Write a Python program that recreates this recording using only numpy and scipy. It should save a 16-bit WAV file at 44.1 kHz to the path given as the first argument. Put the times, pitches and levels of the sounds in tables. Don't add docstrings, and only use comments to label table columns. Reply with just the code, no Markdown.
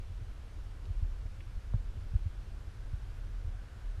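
import sys
import numpy as np
from scipy import signal
from scipy.fft import rfft, irfft
from scipy.io import wavfile
from scipy.ndimage import uniform_filter1d

SR = 44100
rng = np.random.default_rng(int(sys.argv[2]) if len(sys.argv) > 2 else 0)


def pcm_store(signal):
    levels = np.round(np.clip(np.atleast_2d(signal), -1, 1) * 32767)
    wavfile.write(sys.argv[1], SR, levels.astype(np.int16).T)


N = 176400

# frequency in Hz, density in dB.
WIND_SPECTRUM = [(10, -16.5), (22, -23.5), (31, 2), (39, 3.5), (45, -2), (54, -10.5), (75, -23),
                 (110, -34.5), (200, -43.5), (1000, -102)]
# time in seconds, gain in dB.
WIND_GUSTS = [(0, 2), (.35, -6), (.62, -3), (.72, -1.5), (1.06, 6.5), (1.16, -1), (1.46, -3), (1.515, 10),
              (1.575, 10), (1.62, -4.5), (1.74, 5.5), (1.8, 9), (1.865, 6), (1.92, -4.5), (2.3, 2.5),
              (2.45, 2), (2.72, -0.5), (2.85, 1), (3.0, -2), (3.5, 2), (3.8, -5), (3.901, 11), (4, -5)]
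# frequency in Hz, density in dB.
DRONE_SPECTRUM = [(25, -5), (50, -3.5), (65, 0), (100, -2), (120, -11.5), (155, -23.5), (185, -22),
                  (230, -32.5), (400, -43), (1500, -65)]
# frequency in Hz, density in dB.
HISS_SPECTRUM = [(40, -4.5), (180, 2.5), (260, 2.5), (350, 0.5), (550, -1.5), (800, -5), (1400, -6.5),
                 (2000, -10), (2800, -11), (4000, -14.5), (5600, -17.5), (6500, -20), (9000, -23.5),
                 (11500, -27), (13000, -31.5), (15000, -45)]
# frequency in Hz, density in dB.
TYRE_SPECTRUM = [(200, -38), (700, -9), (1080, -9.5), (1250, -0.5), (1350, 0.5), (1520, 4), (1720, -1.5),
                 (1950, -9), (2600, -12.5), (5000, -33), (12000, -56)]
# start in seconds, envelope peak in dB, pitch in Hz, rise in cycles.
BIRD_THUMPS = [(0.204, -34.5, 101, 1.75), (0.881, -35.5, 62, 0.45), (0.891, -27.5, 74, 1),
               (1.0232, -19, 54.4, 0.51), (1.248, -29.5, 71.4, 0.72), (1.7375, -19.5, 87, 0.71),
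               (1.754, -23.5, 64, 0.49), (1.963, -33.5, 84, 1.1), (2.133, -28, 89, 0.66),
               (2.1481, -15.5, 53.6, 0.55), (2.252, -25.5, 84, 1.15), (2.93, -26.5, 78, 0.74),
               (3.44, -32, 83.6, 1.24), (3.476, -30.5, 69, 0.82)]
# start in seconds, level in dB, pitch in Hz, width in octaves.
BEAK_AND_STALK_TICKS = [(0.8546, -57.5, 3340, .85), (1.265, -63, 1900, .7), (1.4051, -48.5, 2320, 0.4),
                        (1.7365, -51, 1150, .8), (3.684, -61, 2700, .6)]
# start in seconds, level in dB.
GRASS_SCUFFS = [(1.256, -50.5), (1.737, -41.5), (3.439, -55), (3.48, -48.5)]
# frequency in Hz, density in dB.
SCUFF_SPECTRUM = [(80, 0), (200, 6), (320, -3), (700, -6), (1150, -28), (2200, -29), (8000, -52)]
# frequency in Hz, density in dB.
RUSTLE_SPECTRUM = [(5000, -25), (9000, -5), (11000, 0), (13000, -5), (15000, -25)]


def amp(db):
    return 10 ** (np.asarray(db) / 20)


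def unit_rms(x):
    return x / np.sqrt(np.mean(x ** 2) + 1e-20)


def spectrum_db(spectrum, hz):
    knot_hz, knot_db = np.transpose(spectrum)
    return np.interp(np.log(hz + 1), np.log(knot_hz + 1), knot_db)


def add(mix, start_s, sound):
    part = mix[round(start_s * SR):][:len(sound)]
    part += sound[:len(part)]


def filtered_noise(bin_gains, n=N):
    return unit_rms(irfft(rfft(rng.standard_normal(n)) * bin_gains, n))


def noise(spectrum):
    hz = np.fft.rfftfreq(N, 1 / SR)
    return filtered_noise(amp(spectrum_db(spectrum, hz)))


def drift(rate_hz):
    hz = np.fft.rfftfreq(N, 1 / SR)
    return filtered_noise(np.exp(-(hz / rate_hz) ** 2))


def wind(level_db=-42, buffet_db=2.5, buffet_hz=4.9):
    rumble = noise(WIND_SPECTRUM)
    power = abs(signal.hilbert(rumble)) ** 2 / 2
    steady_rumble = rumble / np.sqrt(uniform_filter1d(power, size=5000, mode="wrap"))
    gust_db = np.interp(np.arange(N) / SR, *np.transpose(WIND_GUSTS))
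    return steady_rumble * amp(level_db + gust_db + buffet_db * drift(buffet_hz))


def road_drone(level_db=-46.5, waver_db=1.5, waver_hz=3.5):
    return amp(level_db + waver_db * drift(waver_hz)) * noise(DRONE_SPECTRUM)


def traffic_hiss(level_db=-60.5, patch_db=0.63):
    hz, _, bins = signal.stft(rng.standard_normal(N), SR, nperseg=1024)
    patches = uniform_filter1d(rng.standard_normal(bins.shape), size=14, axis=0)
    patches = unit_rms(uniform_filter1d(patches, size=7, axis=1))
    bins *= amp(spectrum_db(HISS_SPECTRUM, hz)[:, None] + patch_db * patches)
    _, hiss = signal.istft(bins)
    return amp(level_db) * unit_rms(hiss[:N])


def car_tyres(level_db=-71.5, approach_db_per_s=2.4):
    swell = amp(approach_db_per_s * np.arange(N) / SR)
    return amp(level_db) * unit_rms(noise(TYRE_SPECTRUM) * swell)


def bird_thumps(shape_exponent=4.2):
    out, t = np.zeros(N), np.arange(SR // 8) / SR
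    for start_s, peak_db, hz, rise_cycles in BIRD_THUMPS:
        rise_times = t * hz / rise_cycles
        envelope = (rise_times * np.exp(1 - rise_times)) ** shape_exponent
        add(out, start_s, -amp(peak_db) * envelope * np.sin(2 * np.pi * hz * t))
    return out


def beak_and_stalk_ticks(rise_s=0.0005, decay_s=0.004):
    out, t = np.zeros(N), np.arange(SR // 25) / SR
    hz = np.fft.rfftfreq(len(t), 1 / SR)
    envelope = np.minimum(t / rise_s, 1) * np.exp(-t / decay_s)
    for start_s, level_db, pitch_hz, width_oct in BEAK_AND_STALK_TICKS:
        offset_oct = np.log2((hz + 1) / pitch_hz)
        band = 1 / (1 + (offset_oct / width_oct) ** 2) ** 2
        add(out, start_s, amp(level_db) * envelope * filtered_noise(band, len(t)))
    return out


def grass_scuffs(rise_s=0.0007, decay_s=0.007):
    out, t = np.zeros(N), np.arange(SR // 8) / SR
    envelope = np.minimum(t / rise_s, 1) * np.exp(-t / decay_s)
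    for start_s, level_db in GRASS_SCUFFS:
        add(out, start_s, amp(level_db) * envelope * noise(SCUFF_SPECTRUM)[:len(t)])
    return out


def grass_rustle(start_s=3.15, length_s=0.057, level_db=-79, grain_db=2, grain_hz=150):
    progress = np.clip((np.arange(N) / SR - start_s) / length_s, 0, 1)
    swell = np.sin(np.pi * progress)
    return swell * amp(level_db + grain_db * drift(grain_hz)) * noise(RUSTLE_SPECTRUM)


def scene():
    background = wind() + road_drone() + traffic_hiss() + car_tyres()
    vulture = bird_thumps() + beak_and_stalk_ticks() + grass_scuffs() + grass_rustle()
    return (background + vulture)[None]


def record(dry):
    cutoff_hz = 15150
    lowpass = signal.firwin(511, cutoff_hz, window=("kaiser", 9), fs=SR)
    return signal.oaconvolve(dry, lowpass[None], "same")


dry = scene()
out = record(dry)
pcm_store(out)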